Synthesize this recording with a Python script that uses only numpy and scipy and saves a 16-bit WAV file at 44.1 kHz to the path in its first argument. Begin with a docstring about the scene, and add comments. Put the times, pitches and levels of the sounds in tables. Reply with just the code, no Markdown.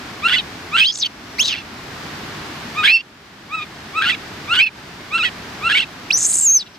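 """Baby monkey calling in the grass

A baby monkey calls ten times, close to the microphone, over a soft outdoor rumble and hiss.
Eight calls start as a rising coo, a stack of harmonics that may crack into a rasp or double its period.
Some jump to a thin whistle register, a nearly pure tone that breaks into noise under strain.
Three calls soar into squeals, the last a long scream that clears to a pure tone."""
import sys
import numpy as np
from scipy import signal
from scipy.fft import rfft, irfft
from scipy.io import wavfile
from scipy.ndimage import uniform_filter1d

SR = 44100
rng = np.random.default_rng(int(sys.argv[2]) if len(sys.argv) > 2 else 0)


def generate_wav(sig):
    """Save sig (samples, or channels by samples) to the path in sys.argv[1] as 16-bit PCM at SR."""
    pcm = np.round(np.clip(np.atleast_2d(sig).T, -1, 1) * 32767).astype(np.int16)
    wavfile.write(sys.argv[1], SR, pcm)


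N = 298998


def gain_of(db):
    """Decibels to amplitude."""
    return 10 ** (np.asarray(db) / 20)


def evened(x):
    """Scales to rms 1."""
    return x / np.sqrt(np.mean(abs(x) ** 2) + 1e-20)


def read(points, hz):
    """Reads a spectrum on a log-frequency axis."""
    f, value = np.transpose(points)
    return np.interp(np.log(hz + 1), np.log(f + 1), value)


def add(mix, s, sound):
    """Mixes a sound in at time s."""
    part = mix[round(s * SR):][:len(sound)]
    part += sound[:len(part)]


def coloured(points, size):
    """Noise of rms 1 with the given spectrum."""
    hz = np.fft.rfftfreq(size, 1 / SR)
    white = rfft(rng.standard_normal(size))
    return evened(irfft(white * gain_of(read(points, hz)), size))


def flutter(rate_hz, size, order=4):
    """Random wavering that fades out above the given rate; one stretch of rms 1, repeated if too short."""
    span = 24576  # samples
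    hz = np.fft.rfftfreq(span, 1 / SR)
    slowed = rfft(rng.standard_normal(span)) / np.sqrt(1 + (hz / rate_hz) ** order)
    return np.resize(evened(irfft(slowed, span)), size)


def chaos(width_hz, size, order):
    """Random swings of size and phase that smear a tone by the given width to each side."""
    real = flutter(width_hz, size, order=order)
    imaginary = flutter(width_hz, size, order=order)
    return evened(real + 1j * imaginary)


def controls(rows):
    """Time and the columns of a curve, sample by sample, with their corners rounded."""
    s, *columns = np.transpose(rows)
    t = np.arange(s[0], s[-1], 1 / SR)
    return [t] + [uniform_filter1d(np.interp(t, s, c), size=130) for c in columns]


def spell(t, start, end, in_s, out_s):
    """1 between start and end, 0 outside, with soft edges."""
    return (1 + np.tanh((t - start) / in_s)) * (1 - np.tanh((t - end) / out_s)) / 4


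def background(level_db=3.5):
    """Low outdoor rumble and hiss, alike at both sides in the bass; it sinks around the loud calls."""
    # Spectrum of the outdoor air. Each row: frequency in Hz, density in dB per Hz (relative).
    air_spectrum = [(18, -45), (30, -15), (88, -2), (237, -1), (399, -4), (505, -11), (691, -8), (1680, -8),
                    (2990, -14), (4910, -17), (9940, -34), (14000, -34), (15500, -42)]
    # Level of the background, which sinks around the loud calls and swells back after them.
    # Each row: time in seconds, level in dB ahead of the overall level_db.
    air_level = [(0, -37), (0.76, -38), (0.87, -48.5), (1.35, -39), (1.6, -41), (2.05, -35.5),
                 (2.82, -35.5), (2.98, -50.5), (3.899, -39), (4.57, -37), (4.66, -50.5), (4.78, -41.5),
                 (5.62, -36.5), (5.85, -41), (6.099, -39), (6.6, -48)]
    # Likeness of left and right. Each row: frequency in Hz, likeness from 0 to 1.
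    air_same = [(120, 0.99), (300, .95), (600, 0.65), (3000, 0.2)]
    hz = np.fft.rfftfreq(N, 1 / SR)
    same = np.clip(read(air_same, hz), 0, 1)
    mid = coloured(air_spectrum, N)
    side = irfft(rfft(coloured(air_spectrum, N)) * np.sqrt((1 - same) / (1 + same)), N)
    course_db = np.interp(np.arange(N) / SR, *np.transpose(air_level))
    return gain_of(level_db + course_db) * np.array([mid + side, mid - side])


def gesture(call, cry):
    """The controls of one call: an arch, then a cry with an opening mouth, broken by cracks and doublings."""
    # The voice cracks into a throbbing rasp. Each row: start and end in seconds, pitch jump as a share,
    # change of the overtones in dB, roughness 0-1, time between throbs in seconds, throb swing in dB each way.
    cracks = [ (0.276, 0.3, 0.15, -5, 0.83, 0.0104, 3.5), (0.766, 0.811, 0.12, 1, 0.63, 0.008, 2),
              (2.83, 2.93, 0.14, -4.5, 0.65, 0.0057, 0.7), (4.016, 4.056, 0.18, -15, 0.67, 0.0072, 3),
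              (4.539, 4.568, 0.0614, 0.5, 0.9, 0.007, 0), (5.177, 5.191, 0.15, -6, 0.85, 0.0055, 4.5),
              (5.692, 5.726, 0.15, -6, 0.64, 0.0065, 1), ]
    # The period doubles and half lines appear. Each row: start and end in seconds, half lines in dB,
    # roughness 0-1, slope in dB per octave up to the third harmonic, mirrored above it.
    doublings = [ (0.33, 0.361, 6, 0.7, 5), (0.383, 0.414, 1, 0.39, 28), (4.093, 4.115, 6, 0.68, -1.5),
                 (4.145, 4.157, -3, 0.5, 2), (5.247, 5.294, 3, 0.33, 2), (5.75, 5.774, 3.5, 0.39, -12),
                 (5.774, 5.787, 0, 0.74, -2), (5.814, 5.842, -4.5, 0.4, 7), ]
    start_hz, swell_db, arch_shape = 1098, 23, 1.25  # arch_shape: how late the arch lifts
    open_s = 0.045  # time that the mouth takes to open after the top of the coo
    switch_s = 0.001  # the folds change their way of vibrating this fast
    clean_halves_db, crack_halves_db = -28.5, -13.5  # half lines of the steady and of the cracked voice
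    doubled_sag, doubled_bright_db = 0.1, 7  # a doubled voice drops by this share and gains overtones

    start, rise, top_hz, top_db, first_db = call
    u = np.linspace(0, 1, 12)
    arch = np.sin(np.pi / 2 * u) ** arch_shape
    lift = [(start + rise * v, start_hz + (top_hz - start_hz) * a, top_db - swell_db * (1 - a), first_db, 0)
            for v, a in zip(u, arch)]
    t, hz, level_db, overtones_db, rough = controls(lift + list(cry))
    opening = np.clip((t - start - rise) / open_s, 0, 1)
    halves_db, tilt_db = np.full(len(t), clean_halves_db), np.zeros(len(t))
    for begin, end, jump, change_db, crack_rough, throb_s, throb_db in cracks:
        on = spell(t, begin, end, switch_s, switch_s)
        hz = hz * (1 + jump * on)
        overtones_db = overtones_db + change_db * on
        level_db = level_db + throb_db * on * np.cos(2 * np.pi * (t - begin) / throb_s)
        halves_db = halves_db + on * (crack_halves_db - halves_db)
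        rough = rough + on * (crack_rough - rough)
    for begin, end, doubled_db, doubled_rough, lift_db in doublings:
        on = spell(t, begin, end, switch_s, switch_s)
        tilt_db = tilt_db + lift_db * on
        hz = hz * (1 - doubled_sag * on)
        overtones_db = overtones_db + doubled_bright_db * on
        halves_db = halves_db + on * (doubled_db - halves_db)
        rough = rough + on * (doubled_rough - rough)
    return hz, level_db, overtones_db, halves_db, rough, tilt_db, opening


def fold_phase(hz, rough, jitter, jitter_hz, tremor):
    """Phase of the vocal folds in radians: a slight tremor always, fast jitter when rough."""
    stray = jitter * rough ** 2 * flutter(jitter_hz, len(hz)) + tremor * flutter(157, len(hz))
    return 2 * np.pi * np.cumsum(hz * (1 + stray)) / SR


def sputter(rough, depth, rate_hz=230):
    """Uneven bursts of a strained voice, with mean power 1."""
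    bursts = evened(np.tanh(flutter(rate_hz, len(rough))))
    return (1 + depth * rough * bursts) / np.hypot(1, depth * rough)


def coo(call, cry, rasp_db=-4, shimmer=0.24, lag=0.933, breath=0.039, puff_depth=0.24, stiffness=0.33,
        smear=0.58, smear_hz=260):
    """A stack of harmonics through the throat; alternating strong and weak cycles add half lines."""
    # Gain of throat and mouth. Each row: frequency in Hz, gain in dB (relative).
    throat_closed = [(650, -65), (1100, 2), (2800, 6), (3900, -8), (5400, -23.5), (6700, -26), (8000, -19),
                     (11000, -71)]
    # The same with the mouth wide open. Each row: frequency in Hz, gain in dB (relative).
    throat_open = [(780, -48), (1200, 2), (1550, 1), (2200, 6.5), (2900, 6.5), (3500, 1), (4000, -6),
                   (4600, -13), (5400, -16), (6700, -25.5), (8000, -19.5), (11000, -64)]
    # Turbulent air in the throat. 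Each row: frequency in Hz, density in dB per Hz (relative).
    rasp_spectrum = [(800, -54), (1400, -10), (1900, 7), (2400, 4), (3300, 14.5), (4600, -2.5), (6500, -28),
                     (11000, -18.5), (13000, -26), (15500, -43)]
    hz, level_db, overtones_db, halves_db, rough, tilt_db, opening = gesture(call, cry)
    size = len(hz)
    phase = fold_phase(hz, rough, jitter=0.071, jitter_hz=386, tremor=0.0091)
    k = np.arange(1, 14)[:, None] / 2  # whole numbers are harmonics, the others half lines
    harmonics_db = np.where(k == 1, 0, overtones_db)
    source_db = np.where(k % 1, halves_db + np.maximum(overtones_db, 0), harmonics_db)
    throat_db = (1 - opening) * read(throat_closed, k * hz) + opening * read(throat_open, k * hz)
    lines = gain_of(source_db + throat_db + tilt_db * np.log2(np.minimum(k, 9 / k) / 2))
    # the throat delays the higher lines, which rounds each pulse
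    waves = np.exp(1j * (k * phase - lag * k ** 2))
    # roughness smears each line into a band that still follows the pitch
    blur = np.clip(smear * rough, 0, 1)
    smears = np.array([chaos(smear_hz, size, order=6) for _ in k])
    waves = waves * (np.sqrt(1 - blur ** 2) + blur * smears)
    voice = (lines * waves.real).sum(0) / np.sqrt((lines ** 2).sum(0) / 2)
    # air escapes in one puff a cycle
    breath_puffs = coloured(rasp_spectrum, size) * (1 + puff_depth * np.cos(phase))
    share = np.clip(gain_of(rasp_db) * abs(rough) + breath, 0, .95)
    sound = (np.sqrt(1 - share ** 2) * voice + share * breath_puffs) * sputter(rough, shimmer)
    # strained folds cannot swing without limit, which caps the sharpest peaks
    sound = sound / np.hypot(1, stiffness * rough * sound)
    return call[0], gain_of(level_db) * sound * signal.windows.tukey(size, .04)


def rattle(rough):
    """Uneven pulses of a broken whistle, with mean power 1."""
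    rate_hz, stray, full_depth = 320, 0.277, 0.34  # stray: scatter of the rate as a share
    turns = np.cumsum(rate_hz * (1 + stray * flutter(rate_hz / 2, len(rough)))) / SR
    depth = full_depth * rough ** 2
    return (1 + depth * np.cos(2 * np.pi * turns)) / np.sqrt(1 + depth ** 2 / 2)


def rough_bands(spacing_hz, size, wander=0.1):
    """A slow second vibration splits a tone into three smeared, parallel bands."""
    # Balance of the bands below, on and above the pitch, one value each in dB.
    band_db = [-7, 2.5, -1]
    width_hz = 180  # smear to either side
    beat = 2 * np.pi * np.cumsum(spacing_hz * (1 + wander * flutter(30.8, size))) / SR
    bands = [gain_of(db) * chaos(width_hz, size, order=6) * np.exp(1j * k * beat)
             for k, db in enumerate(band_db, -1)]
    return evened(sum(bands))


def whistle(curve, strain, third_db=-14, skirt=0.48, skirt_db=-20, shimmer=0.18, stiffness=0.37,
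            air_db=-25, spurt_db=-9, spurt_s=0.042, under_db=-38):
    """A nearly pure tone; under strain it breaks into rattling bands of noise around its pitch."""
    easy_rough = 0.11
    fray_s, fray_rough = 0.054, 0.58  # every whistle frays as it ends
    t, hz, level_db = controls(curve)
    (breaks, clears, break_s, clear_s, broken, spread, second_db,
     partner, easy_db, broken_db, spacing_hz, banded) = strain
    rough = easy_rough + (broken - easy_rough) * spell(t, breaks, clears, break_s, clear_s)
    rough = np.maximum(rough, fray_rough * np.exp(-((t[-1] - t) / fray_s) ** 2))
    size = len(hz)
    phase = fold_phase(hz, rough, jitter=0.0523, jitter_hz=258, tremor=0.006)
    share = np.clip(abs(rough) ** 1.38, 0, 1)
    banded = np.clip(banded, 0, 1)
    loose = chaos(spread * hz.mean(), size, order=14)
    wild = np.sqrt(1 - banded) * loose + np.sqrt(banded) * rough_bands(spacing_hz, size)
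    # the folds stiffen on their widest swings, which caps the peaks of the noise
    wild = evened(wild / np.hypot(1, stiffness * abs(wild)))
    fringe = gain_of(skirt_db) * rough * chaos(skirt * hz.mean(), size, order=10)
    swing = np.sqrt(1 - share ** 2) + share * wild + fringe
    swing = swing * sputter(rough, shimmer, rate_hz=120) * rattle(rough)
    # a second, slower vibration of the folds adds a faint line above the tone and one below
    lines = gain_of(easy_db + (broken_db - easy_db) * rough) * np.exp(1j * (1 + partner) * phase)
    lines = lines + gain_of(under_db) * np.exp(1j * (1 - partner) * phase)
    # overtones fade towards the top of the treble and as the tone breaks up
    for k, db in enumerate([second_db, second_db + third_db], 2):
        fade = (1 - share) / (1 + (k * hz / 11500) ** 4) * (k * hz < SR / 2)
        lines = lines + gain_of(db) * fade * np.exp(1j * k * phase)
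    tone = np.sqrt(2) * (swing * (np.exp(1j * phase) + lines)).real
    # air hisses through the mouth under strain, and in a spurt when a tone starts rich in overtones
    spurt = gain_of(spurt_db + second_db) * np.exp(-(t - t[0]) / spurt_s)
    air = (gain_of(air_db) * rough + spurt) * rng.standard_normal(size)
    return t[0], gain_of(level_db) * (tone + air) * signal.windows.tukey(size, .02)


def puff(start, length, hz, level_db, width=0.31):
    """A short, soft band of noise."""
    size = round(length * SR)
    carrier = np.exp(2j * np.pi * hz * np.arange(size) / SR)
    band = (chaos(width * hz, size, order=6) * carrier).real
    return start, gain_of(level_db) * evened(band) * np.hanning(size)


def mouth(x):
    """The open mouth shapes the whistle register and dulls the top of the treble."""
    # Gain of the mouth in the whistle register. Each row: frequency in Hz, gain in dB.
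    mouth_gain = [(6400, 1.5), (7050, -0.5), (7550, -3), (8000, -1), (8550, -3), (9050, -3), (10000, -3.5),
                  (11000, -0.5), (15000, -7.5)]
    return irfft(rfft(x) * gain_of(read(mouth_gain, np.fft.rfftfreq(N, 1 / SR))), N)


def ports(x):
    """Two close microphone ports hear the monkey with different colour and phase."""
    # The monkey's direction at the ports. Each row: frequency in Hz, left over right in dB,
    # phase by which left leads in radians.
    port_table = np.array([(1600, 2.5, 0.57), (1940, -11.5, -1.8), (2330, -0.5, 1.53), (2550, -5, -0.96),
                           (3040, -1.5, 1.73), (3290, -8.5, 2.5), (3380, -9, -0.9), (3620, 3.5, 3),
                           (3730, 8.5, 0.33), (4370, -1.5, 0.77), (5600, 0, -0.5), (5460, 8, 4),
                           (6050, -1, -0.4), (7800, -0.5, 1.4), (11000, -0.5, 1)])
    hz = np.fft.rfftfreq(N, 1 / SR)
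    lean_db, lead = read(port_table[:, :2], hz), read(port_table[:, ::2], hz)
    lean = gain_of(lean_db / 2) * np.exp(.5j * lead)  # half to each side
    return irfft(rfft(x) * np.array([lean, 1 / lean]), N)


def surroundings(x, wet_db=-27):
    """Faint, short scatter from ground and plants: a decaying noise tail on each side."""
    t60 = .13  # seconds to fall by 60 dB
    t = np.arange(SR // 4) / SR
    tail = rng.standard_normal((2, len(t))) * np.exp(-np.log(1000) * t / t60)
    return gain_of(wet_db) * signal.oaconvolve(x[None], tail / np.linalg.norm(tail[0]), axes=1)[:, :N]


def scene():
    """Both registers of the one voice, in the open air."""
    # Opening arch of each coo. Each row: start in seconds, rise in seconds, top pitch in Hz,
    # top level in dB, overtones in dB.
    coos = [ (0.22, 0.05, 1397, -10.5, -1), (0.714, 0.05, 1372, -12, -2.5), (2.746, 0.053, 1262, -16.5, -3),
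            (3.495, 0.06, 1300, -19.5, -4), (3.932, 0.061, 1325, -15, -5),
            (4.474, 0.062, 1414, -12.5, -1.5), (5.105, 0.055, 1357, -14, 1.5),
            (5.608, 0.072, 1384, -13.5, -3), ]
    # How each call goes on after its coo, one curve a call. Each row of a curve: time in seconds,
    # pitch in Hz, level in dB, overtones in dB, hoarseness 0-1; cracks and doublings bend these.
    cries = [
        [(0.273, 1388, -15, 0, 0.05), (0.281, 1323, -18.5, 0, 0.37), (0.305, 1372, -17, 1, 0.7),
         (0.324, 1490, -14.5, -1.5, 0.4), (0.342, 1518, -13, 2, 0.3), (0.372, 1486, -16.5, 8, 0.3),
         (0.392, 1440, -17, 10, 0.3), (0.405, 1356, -23.5, 12, 0.5), (0.415, 1290, -33, 12, 0.5)],
        [(0.771, 1363, -18, 2, 0.2), (0.785, 1387, -11.5, 5, 0.4), (0.804, 1450, -10.5, 11, 0.4),
         (0.813, 1527, -18, 16, 0.8), (0.855, 1600, -25, 20, 0.35)],
        [(2.825, 1217, -23, -5, 0), (2.83, 1235, -20, -11, 0.1), (2.838, 1332, -14, -4, 0.3),
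         (2.862, 1498, -10.5, 7, 0.3), (2.871, 1497, -15, 12, 0.3), (2.876, 1343, -23, 15, 0.4),
         (2.895, 1384, -25, 19, 0.4), (2.925, 1416, -38, 16, 0.4)],
        [(3.562, 1269, -29.5, -5, 0.05), (3.59, 1276, -23.5, -1, 0.04), (3.606, 1196, -29, -6, 0.2),
         (3.63, 1263, -26, 4, 0.3), (3.647, 1150, -37, 2, 0.3)],
        [(3.997, 1289, -21.5, -1, 0.03), (4.014, 1303, -18.5, -7, 0), (4.04, 1391, -18, -9, 0.4),
         (4.06, 1363, -15.5, -4.5, 0.5), (4.085, 1515, -15.5, -3, 0.54), (4.098, 1500, -12.5, 3, 0.6),
         (4.118, 1393, -19, 8, 0.37), (4.128, 1148, -21, 15, 0.03), (4.14, 1290, -22.5, 12, 0.1),
         (4.153, 1250, -26, 12, 0.6), (4.161, 1150, -46, 12, 0.5)],
        [(4.54, 1440, -15, -1, 0.1), (4.562, 1432, -16.5, 3, 0.6), (4.58, 1478, -14.5, 0.5, 0.2),
         (4.594, 1570, -11, 6.5, 0.37), (4.61, 1550, -21.5, 14, 0.4), (4.632, 1550, -34, 12, 0.5)],
        [(5.171, 1358, -18.5, -4, 0), (5.177, 1303, -21, 5, 0.3), (5.2, 1330, -17, -2, 0.08),
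         (5.222, 1218, -19, 15, 0), (5.234, 1420, -16.5, -1.5, 0.2), (5.247, 1498, -15.5, 2, 0.6),
         (5.253, 1447, -14.5, 6, 0.2), (5.282, 1410, -24, 10, 0.4), (5.296, 1170, -31, 10, 0.5)],
        [(5.686, 1320, -23, -4, 0.23), (5.7, 1376, -15, 1, 0.3), (5.722, 1447, -13, 4.5, 0.3),
         (5.733, 1320, -17, 9, 0.2), (5.746, 1477, -14, 4, 0.3), (5.756, 1664, -12, 4, 0.4),
         (5.772, 1702, -10.5, 14, 0.4), (5.786, 1697, -13.5, 13, 0.5), (5.793, 1600, -17, 11, 0.6),
         (5.797, 1400, -19, 18, 0), (5.804, 1306, -12, 19, 0.14), (5.811, 1630, -20, 8, 0.37),
         (5.832, 1487, -21.5, 14, 0.4), (5.85, 1250, -32, 14, 0.4)],
    ]
    # The whistle register, one curve a tone; two may sound at once. Each row of a curve:
    # time in seconds, pitch in Hz, level in dB ahead of the mouth.
    whistles = [
        [(0.805, 2590, -24), (0.812, 2550, -11), (0.835, 2610, -14), (0.846, 2900, -18.5), (0.863, 3155, -19.5),
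         (0.91, 3380, -22), (0.915, 3450, -32)],
        [(0.846, 3390, -16), (0.862, 4050, -19), (0.882, 4910, -23), (0.911, 5050, -31), (0.916, 4200, -30),
         (0.935, 5960, -32), (0.957, 6280, -29.5), (0.98, 7260, -31), (0.996, 6700, -29), (1.003, 6100, -22.5),
         (1.02, 4500, -24.5), (1.029, 3830, -15.5), (1.045, 3180, -21.5), (1.053, 3360, -23)],
        [(1.051, 2890, -28), (1.064, 3080, -19.5), (1.07, 2900, -28), (1.076, 2780, -40)],
        [(1.382, 1893, -33.5), (1.4, 2703, -14.5), (1.412, 3174, -15.5), (1.428, 3525, -20.5),
         (1.442, 3800, -24.5), (1.456, 3936, -23), (1.482, 3833, -19), (1.5, 3200, -21.5), (1.515, 2953, -25),
         (1.526, 2855, -22.5), (1.542, 2454, -26), (1.556, 2160, -29), (1.565, 2750, -32), (1.6, 2660, -34.5),
         (1.625, 2550, -42)],
        [(2.869, 2162, -13.5), (2.897, 2465, -12), (2.92, 2620, -14), (2.95, 2745, -12), (2.972, 2620, -16),
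         (2.986, 2680, -28.5), (3.012, 2800, -31.5), (3.024, 2650, -49)],
        [(4.592, 2110, -22.5), (4.602, 2356, -10.5), (4.638, 2720, -13.5), (4.654, 2530, -23),
         (4.671, 2650, -18), (4.684, 2440, -28.5), (4.694, 2430, -36)],
        [(6.102, 2260, -31), (6.109, 2550, -6.5), (6.116, 3514, -26.5), (6.134, 5300, -16.5),
         (6.138, 5690, -16), (6.143, 5890, -14), (6.162, 5966, -15.5), (6.167, 6020, -18), (6.175, 6200, -14.5),
         (6.182, 7050, -16), (6.2, 7120, -19), (6.22, 7000, -16.5), (6.255, 7000, -14.5), (6.275, 7990, -16),
         (6.33, 8050, -14.5), (6.345, 8000, -14), (6.4, 7600, -13.5), (6.428, 7550, -14), (6.45, 7390, -12),
         (6.472, 6580, -12.5), (6.505, 6280, -12.5), (6.535, 6630, -14.5), (6.55, 6310, -12),
         (6.572, 6070, -10.5), (6.584, 5700, -24), (6.59, 5320, -26.5), (6.612, 3970, -28),
         (6.635, 3440, -37.5)],
    ]
    # The strain on each of those tones. 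Each row: breaks up at and clears at in seconds, time to break and
    # to clear in seconds, roughness (about 0-1), width of the noise as a share of the pitch, overtone in dB,
    # side line's offset as a share of the pitch, side line in dB at roughness 0 and at roughness 1,
    # spacing of the rough bands in Hz, their share of the noise 0-1.
    strains = [ (0.831, 0.862, 0.0072, 0.0066, 0.53, 0.14, -19, 0.6, -25, -15, 708, 0.2),
               (0.911, 1.027, 0.003, 0.0044, 1.07, 0.23, -25, 0.34, -22, -23, 853, 0.75),
               (1.05, 1.056, 0.003, 0.003, 0.5, 0.2, -12, 0.49, -4, -8, 693, 0.6),
               (1.423, 1.63, 0.005, 0.008, 0.83, 0.28, -1.5, 0.56, -34, -4, 780, 0.93),
               (2.855, 2.92, 0.0074, 0.005, 0.56, 0.23, -18.5, 0.67, -18, -7.5, 698, 0.34),
               (4.58, 4.624, 0.008, 0.008, 0.43, 0.16, -23, 0.65, -26, -10, 750, 0.3),
               (6.168, 6.429, 0.012, 0.041, 0.99, 0.17, -16, 0.61, -28, -24.5, 974, 0.74), ]
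    # Noise bursts under the squeals, and two faint ones after the scream. Each row: start in seconds,
    # length in seconds, centre in Hz, level in dB ahead of its fades and the mouth.
    puff_rows = [(0.953, 0.0072, 5500, -25), (0.97, 0.011, 4950, -31), (0.985, 0.0086, 5000, -31),
                 (1.454, 0.0075, 4620, -25), (1.481, 0.006, 4680, -23), (6.209, 0.0077, 5060, -32),
                 (6.221, 0.0049, 4940, -34), (6.24, 0.0057, 5000, -35), (6.321, 0.016, 4440, -32.5),
                 (6.652, 0.038, 3270, -43), (6.733, 0.042, 4230, -47)]
    low, high = np.zeros((2, N))
    for call, cry in zip(coos, cries):
        add(low, *coo(call, cry))
    for curve, strain in zip(whistles, strains):
        add(high, *whistle(curve, strain))
    for row in puff_rows:
        add(high, *puff(*row))
    monkey = low + mouth(high)
    return ports(monkey) + surroundings(monkey) + background()


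def record(dry):
    """The recorder's band limit, a steep low-pass."""
    edge_hz = 15550
    lowpass = signal.firwin(511, edge_hz, window=("kaiser", 9), fs=SR)
    return signal.oaconvolve(dry, lowpass[None], "same")


dry = scene()
out = record(dry)
generate_wav(out)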